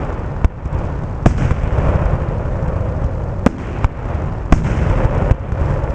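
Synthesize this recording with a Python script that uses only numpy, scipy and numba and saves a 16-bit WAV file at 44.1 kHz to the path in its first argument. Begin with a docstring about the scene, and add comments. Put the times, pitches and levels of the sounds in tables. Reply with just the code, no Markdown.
"""A low rolling echo of a firework is dying away; mortars thump and more shells burst overhead.
Each pressure wave arrives as a dry bang; buildings and hills send it back as thuds,
and countless fainter echoes merge into a roar over the rumble.
A small microphone overloads on the bursts and rasps on the rumble's large pressure swings;
the gain ducks after loud bangs and creeps back."""
import sys
import numpy as np
from scipy import signal
from scipy.io import wavfile
from scipy.ndimage import uniform_filter1d
from numba import njit

SR = 44100
rng = np.random.default_rng(int(sys.argv[2]) if len(sys.argv) > 2 else 0)


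def output_pcm(signal):
    """Save a mono or channel-first signal as 16-bit PCM at the path in sys.argv[1].

    Samples are clipped to [-1, 1] before scaling.
    """
    pcm = np.clip(np.atleast_2d(signal).T, -1, 1) * 32767
    wavfile.write(sys.argv[1], SR, np.round(pcm).astype(np.int16))


N = 261954
TIME_S = np.arange(N) / SR

# spectral shapes of the echo layers, microphone rasp, sizzle and shock crack: f/Hz, level/dB
RUMBLE_SPECTRUM = [(12, -18), (25, -2.5), (50, 2), (90, 0.5), (150, -3), (210, -14.5), (320, -31.5),
                   (700, -79)]
ROAR_SPECTRUM = [(100, -16.5), (200, -1.5), (280, -3), (390, -1.5), (540, -1.5), (700, -3.5), (920, -3),
                 (1400, -11), (1800, -15.5), (3000, -76)]
BRIGHT_SPECTRUM = [(900, -21), (1500, 2), (1900, -5.5), (2300, -4.5), (3000, -8.5), (3600, -14.5),
                   (4300, -20.5), (6000, -58.5)]
HOLLOW_SPECTRUM = [(330, -41.5), (450, -7), (520, 0), (590, -1.5), (670, -11.5), (850, -45.5)]
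DRUM_SPECTRUM = [(120, -26), (190, 0.5), (270, 3.5), (330, 2), (410, 1), (520, -21), (800, -59)]
MIC_RASP_SPECTRUM = [(2000, -32.5), (3300, 0.5), (4300, 12), (5200, 3), (7000, -1.5), (8500, -4.5),
                     (11000, -12)]
SIZZLE_SPECTRUM = [(4000, -44.5), (4900, 3), (6000, 3.5), (7200, 0.5), (8800, -1.5), (11000, -22)]
CRACK_SPECTRUM = [(100, 8.5), (400, -9.5), (950, 7.5), (1650, -8.5), (2400, -13), (4000, -11.5),
                  (8000, -17), (16000, -56)]
# steady background: level/dB of rumble, roar, bright, hollow, drum, mic rasp
FLOOR_DB = (-23, -36, -57, -50.5, -39.5, -50)
# scattering ground, buildings, hills: crest delay/s, rise/s, fall/(dB/s), crest level/dB per layer
SHELL_TERRAIN = [(.025, 0.03, 105.5, -6.5, -19, -25.5, -26, -21.5, -29),
                 (.137, .018, 34.5, -9, -19.5, -25, -28, -24, -33.5),
                 (.64, 0.37, 23.5, -16, -21.5, -34.5, -24, -32, -45),
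                 (1.5, 0.54, 9, -22, -30, -44.5, -29.5, -41.5, -53.5)]
MORTAR_TERRAIN = [(.03, 0.013, 24.9, -24, -33.5, -41, -43, -42.5, -56),
                  (.34, 0.11, 40, -21.5, -28.5, -42, -39.5, -42.5, -47)]
# walls returning one echo each: delay/s, thud/dB, tick/dB
SHELL_REFLECTORS = [(.12, -20.5, -13), (.374, -4.5, -22), (.525, -7.5, -24), (.625, -8.5, -25),
                    (.695, -11.5, -31.5), (.795, -7, -29), (.872, -7, -28.5), (1.421, -24, -31),
                    (1.783, -9, -30.5)]
MORTAR_REFLECTORS = [(.21, -5.5, -23), (.3, -5.5, -28), (.394, -8.5, -29)]
# ground and close surfaces: delay/ms, reflected share
NEAR_REFLECTORS = [(2.5, 0.32), (4.002, 0.9), (5.4, 0.27)]
# shell burst before t = 0, still echoing: t/s, echo/dB, extra bass/dB, extra hollow/dB
ECHOING_SHELL = (-0.7463, -1.38, -6.5, -6.5)
# mortar shots: t/s, push/dB, swing/ms, suction share, recovery/ms, mirrored share, crack/dB,
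# knock/dB, echo/dB
MORTAR_SHOTS = [(0.4455, 1.5, 9.3, 0.81, 5.2, 0.25, -13, -6.5, 0),
                (1.5093, -2, 6.9, 1.5, 4.6, 0.088, -13, -9.5, -8.5),
                (3.8444, -0.5, 6.5, 1.01, 5.8, 0.072, -11.5, -4, -7.5),
                (5.3108, 3.5, 6.5, 0.58, 5.5, 0.23, -12, -7.5, 3.8)]
# mortar tube modes: f/Hz, level/dB, decay/ms
TUBE_MODES = [(970, 4.5, 1), (2240, -10.5, 1.6)]
# shell bursts: t/s, push/dB, swing/ms, suction share, recovery/ms, mirrored share, crack/dB,
# boom/dB, boom f/Hz, echo/dB, extra bass/dB, extra hollow/dB
SHELL_BURSTS = [(1.259, 12.5, 2.63, 0.34, 11.2, 0.83, 0, -8, 122, 1, 1, -0.5),
                (3.463, 19, 2.1, 0.8, 2.8, 0.54, -0.5, -17, 266, -5.5, -6, -8),
                (4.5239, 19.5, 2.44, 0.51, 12.3, 0.64, 7.5, -5.5, 131, 0.5, -0.5, 0)]
# microphone response: f/Hz, level/dB
MIC_RESPONSE = [(20, -0.5), (2500, -2.5), (3400, -8), (4300, -18.5), (5200, -8.5), (7000, -6.5),
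                (8400, -11), (9500, -25), (11000, -49.5)]


def amp(db):
    return 10 ** (np.asarray(db) / 20)


def unit_rms(x):
    return x / np.sqrt(np.mean(x ** 2) + 1e-20)


def add(mix, start_s, sound):
    part = mix[round(start_s * SR):][:len(sound)]
    part += sound[:len(part)]


def colour(x, spectrum):
    """Minimum-phase filter with the given response."""
    size = 8192
    hz, db = np.transpose(spectrum)
    bins_hz = abs(np.fft.fftfreq(size, 1 / SR))
    log_gain = np.log(amp(np.interp(np.log(bins_hz + 1), np.log(hz + 1), db)))
    taps = np.fft.ifft(np.exp(np.conj(signal.hilbert(log_gain)))).real[:size // 2]
    return signal.oaconvolve(x, taps)[:len(x)]


def steady(x, window_s):
    """Holds the slow level at rms 1; keeps the quick flutter."""
    return x / np.sqrt(abs(uniform_filter1d(x ** 2, int(window_s * SR))) + 1e-12)


def arrivals(per_s, spread_db, wash):
    """Sparse, uneven wave fronts over a wash of those too dense to tell apart."""
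    sizes = amp(spread_db * np.minimum(rng.exponential(1, N), 3)) * rng.choice([-1, 1], N)
    fronts = unit_rms(sizes * (rng.random(N) < per_s / SR))
    return unit_rms(fronts + wash * rng.standard_normal(N))


def echo_paths(shell_paths, mortar_paths):
    """Each bang with each way back: t/s, echo/dB, extra bass/dB, extra hollow/dB, path."""
    for start_s, *_, echo_db, bass_db, hollow_db in [ECHOING_SHELL, *SHELL_BURSTS]:
        for path in shell_paths:
            yield start_s, echo_db, bass_db, hollow_db, path
    for start_s, *_, echo_db in MORTAR_SHOTS:
        for path in mortar_paths:
            yield start_s, echo_db, 0, 0, path


def terrain_swells():
    """Gains of five echo layers and the mic rasp: each swell crests and dies away; powers add."""
    grid_s = TIME_S[::64]
    power = np.outer(amp(FLOOR_DB) ** 2, np.ones(len(grid_s)))
    for start_s, echo_db, bass_db, hollow_db, path in echo_paths(SHELL_TERRAIN, MORTAR_TERRAIN):
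        delay_s, rise_s, fall_db_per_s, *crest_db = path
        past_crest_s = grid_s - start_s - delay_s
        rise = (grid_s > start_s) * np.exp(-(np.minimum(past_crest_s, 0) / rise_s) ** 2)
        fall = amp(-fall_db_per_s * np.maximum(past_crest_s, 0))
        extra_db = np.array([bass_db, 0, 0, hollow_db, 0, 0])
        power += np.outer(amp(echo_db + extra_db + crest_db), rise * fall) ** 2
    return [np.interp(TIME_S, grid_s, gain) for gain in np.sqrt(power)]


def roll():
    """Scattered echoes: long waves rumble, short ones roar. The microphone adds its rasp."""
    gains = terrain_swells()
    fronts = arrivals(per_s=700, spread_db=3, wash=0.9)
    long_fronts = arrivals(per_s=250, spread_db=1.5, wash=0.6)
    rumble = steady(colour(long_fronts, RUMBLE_SPECTRUM), 0.07)
    roar = steady(colour(fronts, ROAR_SPECTRUM), 0.14)
    bright = steady(colour(fronts, BRIGHT_SPECTRUM), 0.12)
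    hollow = steady(colour(rng.standard_normal(N), HOLLOW_SPECTRUM), 0.071)
    drum = steady(colour(arrivals(per_s=300, spread_db=-1, wash=0.7), DRUM_SPECTRUM), 0.093)
    layers = rumble, roar, bright, hollow, drum, mic_rasp(rumble, gains[-1])
    return sum(gain * layer for gain, layer in zip(gains, layers))


def mic_rasp(rumble, gain, sizzle_from_db=-32):
    """Microphone hiss swelling with the rumble's large pressure swings; a smooth sizzle when loud."""
    hiss = steady(rng.standard_normal(N) * (1 + 0.47 * rumble ** 2), 0.09)
    rasp = unit_rms(colour(hiss, MIC_RASP_SPECTRUM))
    sizzle = unit_rms(colour(rng.standard_normal(N), SIZZLE_SPECTRUM))
    return rasp + gain / amp(sizzle_from_db) * sizzle


def n_wave(t_ms, rise_ms, swing_ms, suction, recovery_ms):
    """Blast pressure: steep push, slide into suction, return to rest."""
    return np.interp(t_ms, np.cumsum([0, rise_ms, swing_ms, recovery_ms]), [0, 1, -suction, 0])


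def wall_echoes():
    """Far walls return a rounded, rebounding thud and a small tick of the crack."""
    t_ms, out = np.arange(SR // 10) * 1000 / SR, np.zeros(N)
    grit = steady(colour(rng.standard_normal(N), CRACK_SPECTRUM), 0.0053)
    rebound = 0.64 * n_wave(t_ms - 8.5, 4.8, 5.5, 0.29, 6.9)
    thud = 0.47 * n_wave(t_ms, 1.8, 4.2, 2.51, 3.5) + rebound
    for start_s, echo_db, bass_db, _, path in echo_paths(SHELL_REFLECTORS, MORTAR_REFLECTORS):
        delay_s, thud_db, tick_db = path
        arrival_s = start_s + delay_s
        if arrival_s > 0:
            tick = np.roll(grit, -round(arrival_s * SR))[:len(t_ms)] * np.exp(-t_ms / 4.4)
            add(out, arrival_s, amp(echo_db) * (amp(thud_db + bass_db) * thud + amp(tick_db) * tick))
    return out


def blast(push_db, swing_ms, suction, recovery_ms, mirrored_share, crack_db):
    """N wave with a ragged front, repeated by close surfaces."""
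    t_ms = np.arange(SR // 10) * 1000 / SR
    grit = steady(colour(rng.standard_normal(SR), CRACK_SPECTRUM), 0.0081)[-len(t_ms):]
    mirrored = sum(share * n_wave(t_ms - delay_ms, 0.61, 1.06, 0.23, 2.8)
                   for delay_ms, share in NEAR_REFLECTORS)
    wave = n_wave(t_ms, 0.28, swing_ms, suction, recovery_ms) + mirrored_share * mirrored
    rasp = 0.25 * np.minimum(abs(wave), 1)
    crack = grit * (np.exp(-t_ms / 2.6) + rasp)
    return amp(push_db) * wave + amp(crack_db) * crack


def mortars():
    """Each mortar sends a slow blast with the short knock of its tube."""
    t_ms, out = np.arange(SR // 10) * 1000 / SR, np.zeros(N)
    knock = sum(amp(db) * np.sin(2 * np.pi * hz * t_ms / 1000) * np.exp(-t_ms / decay_ms)
                for hz, db, decay_ms in TUBE_MODES)
    for start_s, *shape, knock_db, _ in MORTAR_SHOTS:
        add(out, start_s, blast(*shape) + amp(knock_db) * knock)
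    return out


def shells(boom_rise_ms=8, boom_decay_ms=190):
    """Each shell sends a sharp blast; the surroundings boom."""
    t_ms, out = np.arange(SR) * 1000 / SR, np.zeros(N)
    envelope = (1 - np.exp(-t_ms / boom_rise_ms)) * np.exp(-t_ms / boom_decay_ms)
    for start_s, *shape, boom_db, boom_hz, _, _, _ in SHELL_BURSTS:
        band = signal.butter(2, [boom_hz / 1.47, boom_hz * 1.26], "band", fs=SR, output="sos")
        boom = steady(signal.sosfilt(band, rng.standard_normal(SR)), 0.035)
        add(out, start_s, blast(*shape))
        add(out, start_s, amp(boom_db) * boom * envelope)
    return out


@njit
def gain_control(x, threshold, duck_db_per_s, max_cut_db, recover_db_per_s, lag_s):
    """Ducks late, at the duck rate times the output's excess over threshold; recovers steadily."""
    lag = round(lag_s * SR)
    out, cut_db = np.zeros(len(x)), np.zeros(len(x) + lag + 1)
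    for i in range(len(x)):
        out[i] = x[i] * 10 ** (-cut_db[i] / 20)
        excess = max(min(abs(out[i]), 1.) - threshold, 0.)
        step_db = (duck_db_per_s * excess - recover_db_per_s) / SR
        cut_db[i + lag + 1] = min(max(cut_db[i + lag] + step_db, 0.), max_cut_db)
    return out


def scene():
    """Bangs, wall echoes and roll, summed in mono."""
    return (shells() + mortars() + wall_echoes() + roll())[None]


def record(dry):
    """Gain ducking, microphone overload and response, clipping, band limit."""
    ducked = gain_control(dry[0], threshold=0.43, duck_db_per_s=4000, max_cut_db=11.,
                          recover_db_per_s=32, lag_s=0.011)
    saturated = ducked / (1 + ducked ** 6) ** (1 / 6)
    low_cut_hz, high_cut_hz = 3, 16200
    centred = signal.lfilter(*signal.butter(1, low_cut_hz, "high", fs=SR), saturated)
    clipped = np.clip(1.1 * colour(centred, MIC_RESPONSE), -0.985, 0.985)
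    lowpass = signal.firwin(255, high_cut_hz, window=("kaiser", 9), fs=SR)
    return signal.oaconvolve(clipped, lowpass, "same")[None]


dry = scene()
out = record(dry)
output_pcm(out)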